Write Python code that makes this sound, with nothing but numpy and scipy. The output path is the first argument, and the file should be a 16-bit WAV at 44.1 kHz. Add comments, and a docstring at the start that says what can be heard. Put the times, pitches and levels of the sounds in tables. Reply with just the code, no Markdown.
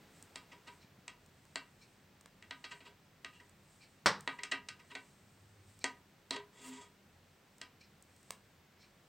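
"""Knitting with metal needles just above a wooden table in a small quiet room.
It opens on hum, rumble and a hiss that soon settles; yarn rustles, tips tick, and a needle end taps the wood.
Knocks and scrapes ring the table as damped modes; near 4 s a hard rap clatters, then a quick run of knocks follows.
A low drone swells, then a long drag groans under a bright swish of yarn, all shaped from noise and sines.
Sparser knocks, slides and rustles follow, and a last, strong tick of the tips comes near the end."""
import sys
import numpy as np
from scipy import signal
from scipy.fft import rfft, irfft, next_fast_len
from scipy.io import wavfile

SR = 44100
rng = np.random.default_rng(int(sys.argv[2]) if len(sys.argv) > 2 else 0)


def bounce(signal):
    """Save signal as a 16-bit WAV file at the path given by the first command-line argument."""
    frames = np.transpose(np.atleast_2d(signal))
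    limited = np.clip(frames, -1, 1)
    pcm = np.round(limited * 32767).astype(np.int16)
    wavfile.write(sys.argv[1], SR, pcm)


N = 400416
SHOT = np.arange(2 ** 14) / SR   # time axis of one short sound, in seconds

# Spectrum of slow wavering. Each row: frequency in Hz, density in dB per Hz.
WAVER_COLOUR = [(3, -2), (8, -14), (30, -61), (100, -120)]


def from_db(db):
    """Decibels to gain."""
    return 10 ** (np.asarray(db) / 20)


def unit(x):
    """Scale to energy 1."""
    return x / np.sqrt(np.sum(x ** 2) + 1e-20)


def at_hz(points, hz):
    """Read a table on a log-frequency axis."""
    table = np.array(points)
    return np.interp(np.log(hz + 1e-3), np.log(table[:, 0]), table[:, 1])


def add(track, s, sound):
    """Mix a sound in at time s."""
    start = int(s * SR)
    track[start:start + len(sound)] += sound[:N - start]


def swell(peak_s, half_s):
    """A smooth (Gaussian) rise and fall of height 1."""
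    return np.exp(-((np.arange(N) / SR - peak_s) / half_s) ** 2 / 2)


def coloured(x, points):
    """Causal (minimum-phase) filter with the given dB curve."""
    curve_db = at_hz(points, np.fft.rfftfreq(len(x), 1 / SR))
    cepstrum = irfft(np.log(from_db(curve_db)))
    # folding the cepstrum forward makes the filter minimum-phase
    cepstrum[1:len(x) // 2] *= 2
    cepstrum[len(x) // 2 + 1:] = 0
    return irfft(rfft(x) * np.exp(rfft(cepstrum)))


def noise(points):
    """Steady noise of a given colour, rms 1."""
    size = next_fast_len(N, True)
    gain = from_db(at_hz(points, np.fft.rfftfreq(size, 1 / SR)))
    white = rfft(rng.standard_normal(size))
    return unit(irfft(white * gain)[:N]) * np.sqrt(N)


def chatter(envelope, count=5):
    """Random micro-impacts under an envelope, holding all pitches about equally."""
    force = rng.standard_normal(len(SHOT)) * envelope
    for _ in range(count):
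        # flatten the spectrum, then shape in time again
        flat = irfft(np.exp(1j * np.angle(rfft(force))))
        force = flat * np.sqrt(envelope)
    return unit(force)


def reverberation(build_s, t60s):
    """Diffuse sound: it builds up, then each band dies at its own rate."""
    white = rfft(rng.standard_normal(len(SHOT)))
    hz = np.fft.rfftfreq(len(SHOT), 1 / SR)
    edges = np.geomspace(60, 18000, 24)
    out = 0
    for low, high in zip(edges, edges[1:]):
        t60 = at_hz(t60s, np.sqrt(low * high))
        decay = from_db(-60 * SHOT / t60) * (1 - np.exp(-SHOT / build_s))
        band = irfft(white * (hz >= low) * (hz < high))
        out = out + unit(band * decay) * np.sqrt(high - low)
    return unit(out)


def in_room(x, wet_db, gap_s=0.0):
    """A close sound plus its duller reflections, delayed by gap_s."""
    # Decay of the small room. Each row: frequency in Hz, t60 in seconds.
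    room_t60 = [(150, 0.28), (500, 0.22), (1200, 0.23), (2200, 0.21), (4000, .18), (8000, 0.154),
                (15000, 0.17)]
    walls = coloured(reverberation(build_s=0.0012, t60s=room_t60),
                     [(300, 0.5), (2000, 3.5), (4500, -0.5), (7500, -4.5), (12000, -0.5)])
    out = x.copy()
    add(out, gap_s, from_db(wet_db) * signal.fftconvolve(x, walls))
    return out


def mode_shapes(modes):
    """One decaying sine per mode, wider modes dying faster, with alternating signs."""
    shapes = []
    for k, (hz, width, db) in enumerate(modes):
        decay = width * np.exp(-np.pi * width * SHOT)
        shapes.append((-1) ** k * from_db(db) * decay * np.cos(2 * np.pi * hz * SHOT))
    return np.array(shapes)


def struck(shapes, spread_db):
    """Each point of contact feeds the modes in different shares."""
    shares = from_db(rng.normal(0, spread_db, len(shapes)))
    return unit(shares @ shapes)


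def contact(envelope, bass_db, treble_db, ring_hz, ring_db, reach=1.31):
    """Force of one touch: weight brings bass, hardness treble, and the grip favours one bending resonance."""
    tone = [(300, 0.97 * bass_db), (650, 0.75 * bass_db - 1.5), (980, 0.89 * bass_db + 0.3),
            (1400, 0), (3800, 0), (7500, treble_db)]
    resonance = [(ring_hz / reach, 0), (ring_hz, ring_db), (ring_hz * reach, 0)]
    return coloured(coloured(chatter(envelope), tone), resonance)


def needle_on_table(touches, envelope, needle_db, table_db, room_db):
    """At each touch the needle gives a short clack and the table top rings on."""
    # Modes of the needle, damped by the hand. Each row: frequency in Hz, width in Hz, spectral level in dB.
    needle_modes = [(410, 157, -9), (1004, 170, -4), (1940, 176, -0.5), (2326, 180, -1), (2806, 304, -1.5),
                    (3318, 236, -4), (3826, 270, -4), (4450, 240, -5.5), (5030, 420, -8.5),
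                    (6260, 800, -12), (7580, 480, -8.5), (8370, 300, -11.5), (8780, 460, -16.5)]
    # Modes of the table top. Each row: frequency in Hz, width in Hz, spectral level in dB.
    table_modes = [(267.8, 13.6, 0.5), (410, 8.8, 4.5), (602, 11, -22), (679, 52, -5), (744, 12.5, -5),
                   (967, 10.2, 3), (999, 17, 0.5), (1234, 11.5, 2.5), (1520, 24, -1), (1552, 29, -3),
                   (1630, 16, -3), (1896, 24, -5), (1937, 36, -3.5), (2120, 18, -9.5), (2320, 13, 2),
                   (2415, 22, -11), (2724, 10.6, -0.5), (2900, 14, -16), (3255, 21, -1), (3753, 23, -5.5)]
    out, needle, table = np.zeros(N), mode_shapes(needle_modes), mode_shapes(table_modes)
    for s, level_db, bass_db, treble_db, length, ring_hz, ring_db in touches:
        force = contact(envelope(SHOT / length), bass_db, treble_db, ring_hz, ring_db)
        clack = from_db(needle_db) * struck(needle, spread_db=1.5)
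        wood = from_db(table_db) * struck(table, spread_db=2.5)
        body = coloured(clack + wood, [(100, -14.5), (250, -1), (9000, -0.5),
                                       (10200, -5.5), (12000, -16), (16000, -7)])
        add(out, s, from_db(level_db) * signal.fftconvolve(force, body))
    return in_room(out, room_db)


def knocks():
    """The needle lands and chatters for a few milliseconds, now and then longer."""
    # Landings on the wood. Each row: start in seconds, relative level in dB, bass in dB, treble in dB,
    # chatter decay in seconds, favoured resonance in Hz, its lift in dB.
    landings = [(0.357, -21, 2.5, 6, 0.0044, 3700, 4), (1.079, -21, -0.5, 5.5, 0.0034, 2800, 2),
                (1.5572, -12, 0.5, 2, 0.0018, 4440, 2.5), (2.4242, -29.5, -1, -3.5, 0.0044, 1910.0, 3),
                (2.5087, -17, 1.2, -7, 0.0039, 2870.0, 0), (2.6402, -18, -3, -6.5, 0.02, 4900.0, 4),
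                (2.804, -30.5, 2, -12, 0.018, 2300, 0), (3.246, -17.5, -1.4, -5, 0.0035, 2050, 2),
                (4.2753, -10, 4, -9.5, 0.0051, 1850, 7), (4.4334, -14, -8, 6.5, 0.0053, 4930.0, -2.5),
                (4.5182, -8, 1.5, -5, 0.016, 1990, 6.5), (4.686, -18, -6.5, 3.5, 0.0077, 4850, 4),
                (4.9506, -16, 3, -6, 0.0088, 1880.0, 2), (5.8413, -9.5, 9, 8, 0.0027, 1840, 7),
                (6.3074, -15, 11.5, 7, 0.0047, 4100, 13), (7.614, -20, 0.5, 2, 0.0036, 4530, 3.5)]
    return needle_on_table(landings, lambda u: np.exp(-u ** 2), needle_db=0.5, table_db=-5.0, room_db=-5.5)


def scrapes(catches_per_s=90, catch_db=1.25):
    """Friction swells and fades, catching unevenly as the needle end slides over the grain."""
    # Drags over the wood. Each row: start in seconds, relative level in dB, bass in dB, treble in dB,
    # length in seconds, favoured resonance in Hz, its lift in dB.
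    drags = [(0.51, -27, 5, -3, 0.034, 2100, 4), (0.663, -22, 4, -6, 0.037, 1490, 2),
             (2.704, -17.5, -2, -4.5, 0.032, 1900, 1), (2.845, -25.5, 4.5, -4, 0.042, 2400, 1.5),
             (3.321, -36, 1, 1, 0.071, 2790, 11), (3.396, -34.5, 9, -3, 0.017, 1780, 12.5),
             (4.384, -24, 6.5, -8, 0.014, 2020, 15), (4.513, -13.5, -1, 2, 0.0084, 1830, 4),
             (4.79, -32.5, 4, -1, 0.021, 2270, 6), (4.899, -23, 3, -9, 0.029, 2390, 2),
             (6.315, -16, 9, -2.5, 0.046, 3890, 1), (6.355, -16, 10, -3, 0.016, 3830, 5),
             (6.52, -19.5, 8.5, 7.5, 0.37, 3920, 2.5)]

    def stroke(u):
        grain = rng.standard_normal(len(SHOT))
        catches = np.interp(SHOT * catches_per_s, np.arange(len(SHOT)), grain)
        return np.sqrt(np.maximum(u * (1 - u), 0)) * from_db(catch_db * catches)
    return needle_on_table(drags, stroke, needle_db=-1.5, table_db=-5.5, room_db=-5.5)


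def groan(peak_s=6.714, half_s=0.043, hz=259, level_db=-47):
    """During the longest drag the friction locks on near the table's lowest mode: a swelling sine."""
    return from_db(level_db) * swell(peak_s, half_s) * np.sin(2 * np.pi * hz * np.arange(N) / SR)


def rap(hit_s=4.0595, swing_s=0.00014, pulse_db=-11.5, clatter_db=6.0, ring_db=-1.5, crack_db=-7.5):
    """One hard blow: a single pressure swing with a bright crack, then a dense clatter and lingering modes."""
    # Decay of the clatter. Each row: frequency in Hz, t60 in seconds.
    clatter_t60 = [(150, 0.5), (500, 0.28), (1300, 0.3), (3000, 0.25), (6000, 0.22), (15000, .15)]
    # Colour of the clatter. Each row: frequency in Hz, gain in dB.
    clatter_colour = [(40, -35), (85, -9.5), (190, -5.5), (260, -12.5), (500, -3.5), (700, -10), (1100, -1),
                      (1900, -4.5), (2700, -12), (5500, -9.5), (6800, -22.5), (8200, -19.5), (11000, -40.5),
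                      (15000, -41)]
    # Lingering modes. Each row: frequency in Hz, relative level in dB, t60 in seconds.
    ring_modes = [(201.4, -3, 0.21), (464, -10, 0.27), (573, -2, 0.16), (855, -7, 0.29), (894, -7, 0.23),
                  (950, -9, 0.34), (1166, -2, 0.237), (1255, -15, .28), (1390, -5, 0.2), (1723, -14, .24),
                  (1970, -7, .2)]
    u = (SHOT - .0009) / swing_s
    pulse = -u * np.exp((1 - u ** 2) / 2)
    crack = coloured(chatter(np.exp(-SHOT / 0.0038)), [(60, -35), (800, -20.0), (3000, -1.5),
                                                      (5500, -2.0), (8500, -5), (11000, -23.0)])
    clatter = reverberation(build_s=.0012, t60s=clatter_t60)
    clatter = coloured(clatter * (1 + np.exp(-SHOT / 0.025)), clatter_colour)   # denser at first
    ring = np.zeros(len(SHOT))
    for hz, db, t60 in ring_modes:
        sign = rng.choice([-1, 1])
        ring += sign * from_db(db - 60 * SHOT / t60) * np.sin(2 * np.pi * hz * SHOT)
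    burst = from_db(crack_db) * unit(crack)
    burst += from_db(clatter_db) * unit(clatter)
    burst += from_db(ring_db) * unit(ring)
    out = np.zeros(N)
    add(out, hit_s - .0004, from_db(pulse_db) * pulse)
    add(out, hit_s + 0.00043, burst)
    return out


def ticks(t60=0.0066, bounce_s=0.0018, bounce_db=-5):
    """Tip on tip: a tiny dry click, with its reflection from the table just behind."""
    # Meetings of the tips. Each row: start in seconds, level in dB before a shared 4.5 dB lift,
    # bass in dB before a shared 11 dB lift.
    meetings = [(0.2258, -34, -13.5), (1.2615, -48, -12), (1.453, -50, -1), (2.2109, -43, -7),
                (2.259, -42, 5.5), (3.4952, -46, -11), (4.2078, -34.5, -11), (5.7911, -42.5, -10),
                (7.583, -45, -8), (8.025, -40.5, -26), (8.164, -48.5, -16), (8.23, -47, -10),
                (8.3065, -23, -3)]
    # Colour of a click. Each row: frequency in Hz, gain in dB.
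    tip_colour = [(200, -14.5), (1000, -5), (3000, -13.5), (6000, -5.5), (8200, 2), (9500, -5.5),
                  (11500, -23), (15000, -10.5)]
    out, decay = np.zeros(N), from_db(-60 * SHOT / t60)
    for s, level_db, bass_db in meetings:
        click = unit(coloured(chatter(decay), tip_colour))
        click = from_db(level_db + 4.5) * coloured(click, [(3000, bass_db + 11), (7000, 0)])
        add(out, s, click)
        add(out, s + bounce_s, from_db(bounce_db) * click)
    return in_room(out, wet_db=-11, gap_s=0.007)


def slides():
    """Shaft slides along shaft as a stitch is taken: a faint, high rasp."""
    # Shaft along shaft. Each row: start in seconds, relative level in dB, length in seconds.
    strokes = [(0.798, -38, .05), (1.80, -35, 0.053), (3.796, -33.5, 0.063), (5.798, -34, 0.04),
               (7.802, -35.5, 0.022), (7.824, -41.5, 0.034), (8.778, -35.5, 0.096)]
    # Modes of the sliding shafts. 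Each row: frequency in Hz, width in Hz, spectral level in dB.
    shaft_modes = [(2385, 240, -1.5), (3100, 300, -9.5), (4120, 250, 1), (4700, 350, -4.5),
                   (5380, 400, -3.5), (8400, 900, -14)]
    out, shafts = np.zeros(N), mode_shapes(shaft_modes)
    for s, level_db, length in strokes:
        stroke = np.maximum(np.sin(np.pi * np.minimum(SHOT / length, 1)), 0) ** .5
        rasp = signal.fftconvolve(chatter(stroke), struck(shafts, spread_db=2.0))
        add(out, s, from_db(level_db) * rasp)
    return in_room(out, wet_db=-1.5)


def bumps():
    """The hands nudge the table: soft, low thuds."""
    # Hands against the table. Each row: start in seconds, level in dB.
    nudges = [(.843, -33), (.978, -31.5), (1.373, -34)]
    out = np.zeros(N)
    for s, level_db in nudges:
        thud = coloured(chatter(np.exp(-SHOT / 0.016)), [(50, -20), (110, -1), (190, 2),
                                                        (300, -13), (1000, -34), (4000, -55)])
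        add(out, s, from_db(level_db) * unit(thud))
    return out


def yarn_pull(peak_s=6.672, half_s=0.031, level_db=-55.5):
    """A length of yarn is drawn past with a short bright swish of noise."""
    rise_and_fall = 1 / (1 + ((np.arange(N) / SR - peak_s) / half_s) ** 2)
    swish = noise([(1000, -5), (6000, -7), (8300, 2), (11500, -16), (15000, -11)])
    return from_db(level_db) * rise_and_fall * swish


def yarn(half_s=0.1, rest_db=-85, flutter_db=2.5):
    """Yarn rustles along the metal, unevenly, louder with each push of the fingers."""
    # Yarn pushed along a needle. Each row: peak in seconds, level in dB added on top of the resting rustle.
    pushes = [(0.2, -79), (0.68, -81.5), (1.4, -81.5), (1.85, -84), (2.72, -76.5), (3.33, -85), (3.78, -79),
              (4.3, -80), (4.96, -77), (5.39, -82.5), (5.8, -77), (8.25, -79)]
    # Colour of the rustle. Each row: frequency in Hz, density in dB per Hz.
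    yarn_colour = [(1500, -23), (4000, -5), (6500, -3.5), (8300, 4.5), (9300, -5.5), (10500, -15.5),
                   (16000, -20)]
    effort = from_db(rest_db) + sum(from_db(db) * swell(s, half_s) for s, db in pushes)
    flutter = from_db(flutter_db * noise(WAVER_COLOUR))
    return effort * flutter * noise(yarn_colour)


def rumble(level_db=-68.5, fall_db_per_s=0.24):
    """Low room noise that sinks slowly."""
    # Colour of the rumble. Each row: frequency in Hz, density in dB per Hz.
    rumble_colour = [(10, -36.5), (28, -23), (42, -5.5), (62, -13), (88, 0.5), (115, -4.5), (150, -0.5),
                     (200, -4), (260, -9), (400, -28), (1000, -46)]
    t = np.arange(N) / SR
    return from_db(level_db - fall_db_per_s * t) * noise(rumble_colour)


def hum():
    """Steady low tones whose level and phase waver."""
    # Tones of the hum. Each row: frequency in Hz, mean level in dB.
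    tones = [(88, -78), (140, -82.5), (199, -76)]
    t, out = np.arange(N) / SR, np.zeros(N)
    for hz, db in tones:
        strength = from_db(db) * (1 + .5 * noise(WAVER_COLOUR))
        out += strength * np.sin(2 * np.pi * hz * t + .8 * noise(WAVER_COLOUR))
    return out


def drone(peak_s=5.58, half_s=0.21, hz=101, level_db=-63.5):
    """A low tone of wavering phase swells once."""
    phase = 2 * np.pi * hz * np.arange(N) / SR + .7 * noise(WAVER_COLOUR)
    return from_db(level_db) * swell(peak_s, half_s) * np.sin(phase)


def hiss(level_db=-68.5, extra_db=4, settle_s=0.82):
    """Soft broad noise that starts a little louder and settles."""
    # Colour of the hiss. Each row: frequency in Hz, density in dB per Hz.
    hiss_colour = [(150, -40), (250, -4), (373, -3), (468, -5), (1240, -10), (1350, -9), (1470, -10),
                   (1820, -9.5), (5350, -18.5), (7980, -24), (10400, -30.5), (14900, -23.5), (16000, -23.5)]
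    t = np.arange(N) / SR
    return from_db(level_db + extra_db * np.exp(-(t / settle_s) ** 2)) * noise(hiss_colour)


def scene():
    """Everything is heard in the centre; only a trace of noise differs between the ears."""
    needles = knocks() + scrapes() + groan() + rap() + ticks() + slides()
    hands_and_yarn = bumps() + yarn_pull() + yarn()
    background = rumble() + hum() + drone() + hiss()
    width = from_db(-76.5) * noise([(30, -9.5), (120, 8), (1000, 7), (6000, -3), (11000, -10.0), (15000, -5)])
    # opposite signs left and right
    return needles + hands_and_yarn + background + width * np.array([[1], [-1]])


def record(dry, cutoff_hz=15900):
    """A steep elliptic low-pass cuts the top."""
    return signal.sosfilt(signal.ellip(10, .1, 70, cutoff_hz, fs=SR, output="sos"), dry)


dry = scene()
out = record(dry)
bounce(out)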